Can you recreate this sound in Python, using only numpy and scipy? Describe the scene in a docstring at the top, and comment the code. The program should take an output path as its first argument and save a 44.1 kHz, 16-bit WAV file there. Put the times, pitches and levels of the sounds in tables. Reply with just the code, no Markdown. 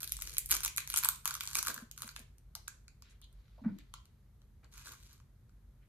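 """Candy wrapper, mug and sip

A stiff plastic candy wrapper is pulled open by hand, close to a two-port microphone in a bedroom: creases
snap (millisecond noise bursts with ringing facets) over a fine crackle (swarms of tiny clicks) that thins
out to a few ticks. A mug is taken from the table with a dull knock (swelling sines) and a short ring; a soft,
fizzy sip follows (clicks again). The room adds early echoes, a short tail, a low rumble and a faint hum."""
import sys
import numpy as np
from scipy import signal
from scipy.fft import rfft, irfft
from scipy.io import wavfile

SR = 44100
rng = np.random.default_rng(int(sys.argv[2]) if len(sys.argv) > 2 else 0)


def store_wav(level_fs):
    """Save 16-bit WAV to argv[1]."""
    pcm = np.round(np.clip(np.atleast_2d(level_fs), -1, 1) * 32767)
    wavfile.write(sys.argv[1], SR, pcm.T.astype(np.int16))


N = 259683

# squeezes or pulls of the fingers on the film: (t/s, hold/s, relative crackle level/dB, hollow share/dB)
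SQUEEZES = [(0, 0.0327, -42, -14.5), (.09, 0.1076, -55.5, -19.5), (.21, .14, -50, -13.5),
            (.513, 0.0112, -27, -13.5), (.535, 0.0226, -37.5, -7.5), (.632, 0.0186, -37.5, -9),
            (.78, 0.019, -44.5, -13.5), (.89, 0.0366, -48.5, -20), (.957, 0.0248, -37, -6),
            (1.029, 0.0215, -40, -1), (1.09, 0.054, -50.5, -10.5), (1.258, 0.0344, -42.5, -4.5),
            (1.3, 0.0686, -47.5, -2), (1.412, .12, -48, -7.5), (1.55, 0.033, -35, -6.5),
            (1.65, 0.0567, -41, -4), (1.74, 0.0814, -60, 0.5), (1.98, 0.1238, -53.5, -5),
            (2.165, 0.046, -60, -15)]
# dull knocks on the table: (t/s, f/Hz, peak level/dB, swell time/s)
KNOCKS = [(1.768, 236, -54.5, 0.0098), (1.82, 228, -46.5, 0.01), (2.04, 224, -54.5, 0.0112),
          (2.198, 227.2, -56, 0.0074), (3.6574, 217, -25.5, 0.01164), (3.699, 196.5, -40, 0.0249)]
# span over which a click's level is counted
LEVEL_S = .002


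def undb(db):
    """Decibels to gain."""
    return 10 ** (np.asarray(db) / 20)


def unit(x):
    """Scale to rms 1."""
    return x / np.sqrt(np.mean(x ** 2))


def band(x, lo_hz, hi_hz, order=2):
    """Causal band-pass along the last axis."""
    edges_hz = [max(lo_hz, 20), min(hi_hz, .45 * SR)]
    sos = signal.butter(order, edges_hz, "band", fs=SR, output="sos")
    return signal.sosfilt(sos, x)


def colour(x, points):
    """Shape a sound by (f/Hz, level/dB) points, joined on a log frequency axis."""
    hz, db = np.transpose(points)
    f = np.maximum(np.fft.rfftfreq(x.shape[-1], 1 / SR), 1)
    gain = undb(np.interp(np.log(f), np.log(hz), db))
    return irfft(rfft(x) * gain, x.shape[-1])


def add(out, s, sound):
    """Mix a short sound in at time s."""
    i = max(int(s * SR), 0)
    n = max(min(sound.shape[-1], N - i), 0)
    out[:, i:i + n] += sound[..., :n]


def clicks(rows, rise_s, lag_s=.000088, lag_spread_s=.00001):
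    """Each row buckles once: a short burst in three registers; a facet of its own size rings in each."""
    # registers of a click: (low edge f/Hz, high edge f/Hz, decay/s, gain/dB,
    #                        ring amplitude of the facet [ratio], part that differs between the ports [ratio])
    registers = [(7360, 15000, 0.00019, 0.06, 0.159, 0.24), (1950, 7310, .00042, 2.5, 0.2, 0.7),
                 (977, 1650, .00055, 1.06, 0.22, 0.16)]
    click_samples = 384
    rows, out = np.asarray(rows), np.zeros((2, N))
    t, f = np.arange(click_samples) / SR, np.fft.rfftfreq(click_samples, 1 / SR)
    chance = rng.standard_normal((len(rows), 3, 3, click_samples))
    facet = rng.random((len(rows), 3, 1, 1))
    lag = lag_s + lag_spread_s * rng.standard_normal((len(rows), 1))
    # the fold gives way gradually, then all at once
    onset = 1 - np.exp(-(t / rise_s) ** 2)
    sound = 0
    for k, (lo, hi, decay, gain_db, ring, apart) in enumerate(registers):
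        # the facets radiate unevenly, so each port gets a part of its own
        push = chance[:, k, :1] + apart * chance[:, k, 1:]
        facet_hz = lo * (hi / lo) ** facet[:, k]
        mode = ring * np.sin(2 * np.pi * facet_hz * t) * np.exp(-t / (2 * decay))
        burst = band((push * np.exp(-t / decay) + mode) * onset, lo, hi, order=3)
        energy = np.sum(burst ** 2, axis=(1, 2), keepdims=True)
        rms = np.sqrt(energy / (2 * LEVEL_S * SR))
        sound = sound + burst / rms * undb(rows[:, k + 1] + gain_db)[:, None, None]
    # the left port is the farther one
    delay = np.exp(-2j * np.pi * f * np.maximum(lag, 0))
    sound[:, 0] = irfft(rfft(sound[:, 0]) * delay)
    for s, click in zip(rows[:, 0], sound):
        add(out, s - rise_s, click)
    return out


def crackle(strokes, attack_s, release_s, per_second, scatter_db, middle_db):
    """A swarm of tiny clicks of uneven size; with each stroke it swells, holds and lets go."""
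    start, hold, level_db, hollow_db = np.transpose(strokes)[:, :, None]
    count = int(per_second * (start.max() - start.min() + .4))
    chance = rng.random((count, 4))
    first_s = max(start.min() - 4 * attack_s, 0)
    when = first_s + (np.arange(count) + 2 * chance[:, 0]) / per_second
    swell = np.minimum(when - start, 0) / attack_s
    letting_go = np.maximum(when - start - hold, 0) / release_s
    effort = np.exp(swell - letting_go)
    # the strongest stroke of the moment sets level and hollowness
    stroke_db = level_db + 20 * np.log10(effort + 1e-9)
    hollowness = hollow_db[stroke_db.argmax(axis=0), 0]
    # many faint ones, few strong ones
    size = unit(undb(-scatter_db * np.log(.03 + .97 * chance[:, 1])))
    # a denser swarm has weaker clicks
    db = stroke_db.max(axis=0) + 20 * np.log10(size) - 10 * np.log10(per_second * LEVEL_S)
    middle = db + middle_db + 8 * (chance[:, 2] - .5)
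    hollow = db + hollowness + 10 * (chance[:, 3] - .5)
    return clicks(np.column_stack([when, db, middle, hollow]), rise_s=.0001)


def wrapper():
    """Strong creases snap through over the crackle of the film under the fingers."""
    # strongest creases: (t/s, relative treble level/dB, relative middle level/dB, relative hollow level/dB)
    snaps = [(.0435, -36.5, -44.5, -62.5), (.0762, -38, -41.5, -57), (.1213, -26.5, -35.5, -55),
             (.1682, -38, -46, -65.5), (.1895, -49.5, -52.5, -48), (.222, -32, -38.5, -51),
             (.2734, -45.5, -39.5, -53), (.3689, -41, -37, -51), (.3829, -20.5, -35, -58.5),
             (.4599, -34.5, -49.5, -69.5), (.4908, -40.5, -52.5, -70), (.5098, -25, -31, -43.5),
             (.5145, -18.5, -28.5, -38), (.5226, -35, -37, -32.5), (.5407, -34, -32.5, -40.5),
             (.5517, -31, -36, -37.5), (.5667, -33, -34.5, -45), (.6056, -38, -41, -46),
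             (.6367, -33.5, -40.5, -47), (.6489, -24, -34.5, -40), (.6794, -33.5, -35.5, -55.5),
             (.7637, -36, -49.5, -65), (.7741, -28, -38.5, -48.5), (.781, -29, -28.5, -35.5),
             (.8753, -39, -41, -52.5), (.9011, -31, -37, -47), (.9408, -29.5, -31, -34.5),
             (.9617, -27.5, -30.5, -42.5), (.9737, -22, -31, -44.5), (.9808, -26, -33.5, -43.5),
             (.9876, -26, -39.5, -55), (1.0357, -29.5, -34, -35.5), (1.0481, -21.5, -32, -39),
             (1.0596, -29.5, -42, -44.5), (1.088, -18.5, -29, -29.5), (1.2561, -27, -31.5, -32),
             (1.2772, -28, -35, -37.5), (1.3087, -38.5, -38.5, -39.5), (1.3414, -36, -39, -61),
             (1.352, -42, -38.5, -41), (1.4084, -36, -33, -39), (1.4751, -43, -35, -48),
             (1.5536, -27.5, -28, -49.5), (1.5705, -30, -39.5, -41.5), (1.5868, -29.5, -33, -37.5),
             (1.628, -30, -33, -39), (1.6825, -31, -33, -37.5), (1.7016, -42.5, -41, -36.5),
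             (1.7431, -35.5, -45, -59), (1.7785, -52.5, -46, -39), (1.9135, -43, -47, -67.5),
             (1.9776, -44.5, -48, -52), (2.0206, -34.5, -39.5, -43), (2.0321, -51.5, -46, -44),
             (2.0908, -63, -44, -49.5), (2.163, -45.5, -43.5, -44.5), (2.3831, -60, -67, -78.5),
             (2.5525, -39, -42.5, -46.5), (2.6801, -39, -42, -41)]
    # attack and release are time constants of the grip
    film = crackle(SQUEEZES, attack_s=.007, release_s=.013, per_second=220, scatter_db=5.0, middle_db=-3.5)
    return undb(-1.5) * clicks(snaps, rise_s=.0003) + undb(-4.0) * film


def sip():
    """Liquid drawn over the rim fizzes as a dense swarm of clicks; single droplets burst."""
    # bursting droplets: (t/s, relative treble level/dB, relative middle level/dB, relative hollow level/dB)
    pops = [(4.7789, -51.5, -52, -61.5), (4.8715, -49, -55, -45.5), (4.921, -46.5, -53, -59),
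            (5.13, -59, -64, -67), (5.2013, -77.5, -66, -62)]
    # pulls of liquid over the rim: (t/s, hold/s, relative level/dB, hollow share/dB)
    draws = [(4.728, 0.0316, -66, -3.5), (4.77, 0.0416, -64.5, 0), (4.853, 0.0248, -57.5, -1),
             (4.91, 0.0178, -61.5, 2.5), (4.95, 0.114, -71, -8.5), (5.095, 0.049, -71.5, -3)]
    # attack and release are time constants of the suction
    fizz = crackle(draws, attack_s=0.0073, release_s=0.0359, per_second=600, scatter_db=3.5, middle_db=3.0)
    return undb(-1) * clicks(pops, rise_s=0.00015) + undb(-2.5) * fizz


def ticks():
    """Small, slow-rising clicks while the mug is fetched and after."""
    # (t/s, relative treble level/dB, relative middle level/dB, relative hollow level/dB)
    small_clicks = [(2.8816, -64.5, -54, -62), (3.0231, -62.5, -54, -60), (3.2166, -58.5, -65, -69.5),
                    (3.243, -70, -61.5, -79.5), (3.3285, -67, -77, -81.5), (3.7874, -61.5, -58.5, -65.5),
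                    (3.9397, -50.5, -45.5, -43.5), (4.0558, -67, -64, -76), (4.4186, -74.5, -70, -73.5),
                    (4.645, -75, -64, -62.5), (5.495, -81.5, -75, -70.5)]
    return clicks(small_clicks, rise_s=0.00092)


def mug():
    """The mug, tapped as it is lifted, rings briefly in a few modes, damped by the hand."""
    # modes of the mug: (f/Hz, peak level/dB, t60/s)
    modes = [(1360, -59, 0.172), (3120, -64, 0.144), (4160, -66.5, 0.15), (4485, -66.5, 0.11),
             (5495, -67, 0.092)]
    tap_s = 3.9397
    out, t = np.zeros((2, N)), np.arange(SR // 2) / SR
    for hz, db, t60 in modes:
        add(out, tap_s, undb(db - 60 * t / t60) * np.sin(2 * np.pi * hz * t))
    return out


def knocks():
    """The table top swells for a few cycles and dies away quickly."""
    out, t = np.zeros((2, N)), np.arange(SR // 4) / SR
    for s, hz, db, swell in KNOCKS:
        envelope = (t / swell * np.exp(1 - t / swell)) ** 2.32
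        add(out, s, undb(db) * envelope * np.sin(2 * np.pi * hz * t))
    return out


def scuffs(grit_db=4, shared_hz=2500):
    """Short slides: uneven slips, each in one band of noise; the low ones reach both ports alike."""
    # slides and rubs of hands, sleeve and mug: (t/s, length/s, centre f/Hz, width/Hz, rms level/dB)
    slides = [(0.027, 0.8, 49.55, 19.9, -57.5), (0.226, 0.245, 435, 200, -77),
              (1.675, 0.0614, 547, 680, -58.5), (2.162, 0.00508, 2607, 1810, -43.5),
              (2.551, 0.00457, 3926, 1750, -46.5), (2.549, 0.0515, 822, 272, -68.5),
              (2.675, 0.0117, 3470, 2770, -54), (3.02, 0.1695, 2597, 2620, -72),
              (3.095, 0.0382, 5950, 8200, -72), (3.22, 0.047, 3526, 1140, -64),
              (3.301, 0.998, 2758, 3620, -81), (3.578, 0.035, 763, 430, -65.5),
              (3.608, 0.196, 193, 136, -53), (3.636, 0.087, 1304, 1206, -60.5),
              (3.781, 0.047, 2950, 2500, -67.5), (3.934, 0.076, 4190, 1800, -70),
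              (4.629, 0.0456, 1396, 2300, -69.5), (4.852, 0.084, 408, 484, -73.5),
              (5.81, 0.068, 2200, 1597, -80)]
    # a brush over the table leads into every knock
    lead_s, brush = .022, (0.057, 540.7, 400, -73)
    brushes = [(knock[0] - lead_s, *brush) for knock in KNOCKS]
    # the fingertips rub dully under every squeeze, a little longer than it holds
    extra_s, rub_hz, rub_width_hz, rub_share_db = 0.037, 483.4, 511, -32.5
    rubs = [(s, hold + extra_s, rub_hz, rub_width_hz, db + rub_share_db) for s, hold, db, _ in SQUEEZES]
    out = np.zeros((2, N))
    for s, length, hz, width, db in slides + brushes + rubs:
        n = int(length * SR)
        noise = rng.standard_normal((3, SR))[:, :n]
        # the level steps at random every 64 samples
        grit = undb(grit_db * np.repeat(rng.standard_normal(SR // 64), 64)[:n])
        slips = (noise[0] + hz / shared_hz * noise[1:]) * grit
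        shape = np.sin(np.pi * np.sqrt(np.linspace(0, 1, n)))
        slide = shape * band(slips, hz - width / 2, hz + width / 2, order=3)
        add(out, s, undb(db) * unit(slide))
    return out


def room(dry, wet_db=-4.5, t60_low=0.3377, t60_high=0.14, gap_s=0.00056, echo_db=-16):
    """Mug and table send back early echoes; the walls add a short tail, unrelated at the two ports."""
    t = np.arange(SR // 2) / SR
    noise = rng.standard_normal((2, len(t)))
    low = band(noise, 100.13, 5200, order=1)
    tail = low * 1000 ** (-t / t60_low) + (noise - low) * 1000 ** (-t / t60_high)
    tail = tail * (1 - np.exp(-(t / gap_s) ** 2))
    # (f/Hz, level/dB)
    tail_tone = [(200, 0.5), (600, 1.5), (1300, -6), (2400, 2), (4000, -2.5), (9000, -1.5), (15000, -2.5)]
    response = undb(wet_db) * colour(unit(tail) / np.sqrt(len(t)), tail_tone)
    for echo_s in (.0013, .0034, .0086):
        response[:, int(echo_s * SR)] += undb(echo_db)
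    return dry + signal.fftconvolve(dry, response, axes=-1)[:, :N]


def room_tone(level_db=-59, shared_hz=450, hum_hz=140):
    """A low rumble common to both ports, a faint hum that sinks away, a thin hiss of each port's own."""
    # spectrum of the still room: (f/Hz, relative level/dB)
    spectrum = [(20, -27), (32, -24), (45, 6.5), (60, -3), (85, -7), (128, -8), (160, -20), (210, -19),
                (280, -31), (700, -36), (2100, -40), (7500, -52), (13000, -46.5), (16000, -58.5)]
    # hum: (t/s, peak level/dB)
    hum_level = [(0, -66), (2.2, -64.5), (2.6, -76.5), (5.9, -80.5)]
    t, f = np.arange(N) / SR, np.fft.rfftfreq(N, 1 / SR)
    common, own = rng.standard_normal(N), rng.standard_normal((2, N))
    apart = f / (f + shared_hz)
    air = irfft(rfft(common) * np.sqrt(1 - apart ** 2) + rfft(own) * apart, N)
    # level interpolated in decibels, then turned into gain
    hum_s, hum_db = np.transpose(hum_level)
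    hum = undb(np.interp(t, hum_s, hum_db)) * np.sin(2 * np.pi * hum_hz * t)
    return undb(level_db) * unit(colour(air, spectrum)) + hum


def scene():
    """Wrapper, mug and sip in the room; the knocks come straight through the table."""
    handling = ticks() + scuffs() + mug()
    return room(wrapper() + sip() + handling) + knocks() + room_tone()


def record(dry):
    """The microphone's colour, then a steep low-pass."""
    # (f/Hz, level/dB)
    tone = [(100, 0), (400, 3.5), (700, -1.5), (1200, -0.5), (1900, -1.25), (2700, -4.5), (4100, 1.1),
            (5200, -0.6), (6400, 3.0), (8000, 1.49), (9500, 0.7), (11000, 1.93), (14000, 1), (16000, -13.0)]
    top_hz = 16300
    low_pass = signal.ellip(8, .2, 70, top_hz, fs=SR, output="sos")
    return signal.sosfilt(low_pass, colour(dry, tone))


dry = scene()
out = record(dry)
store_wav(out)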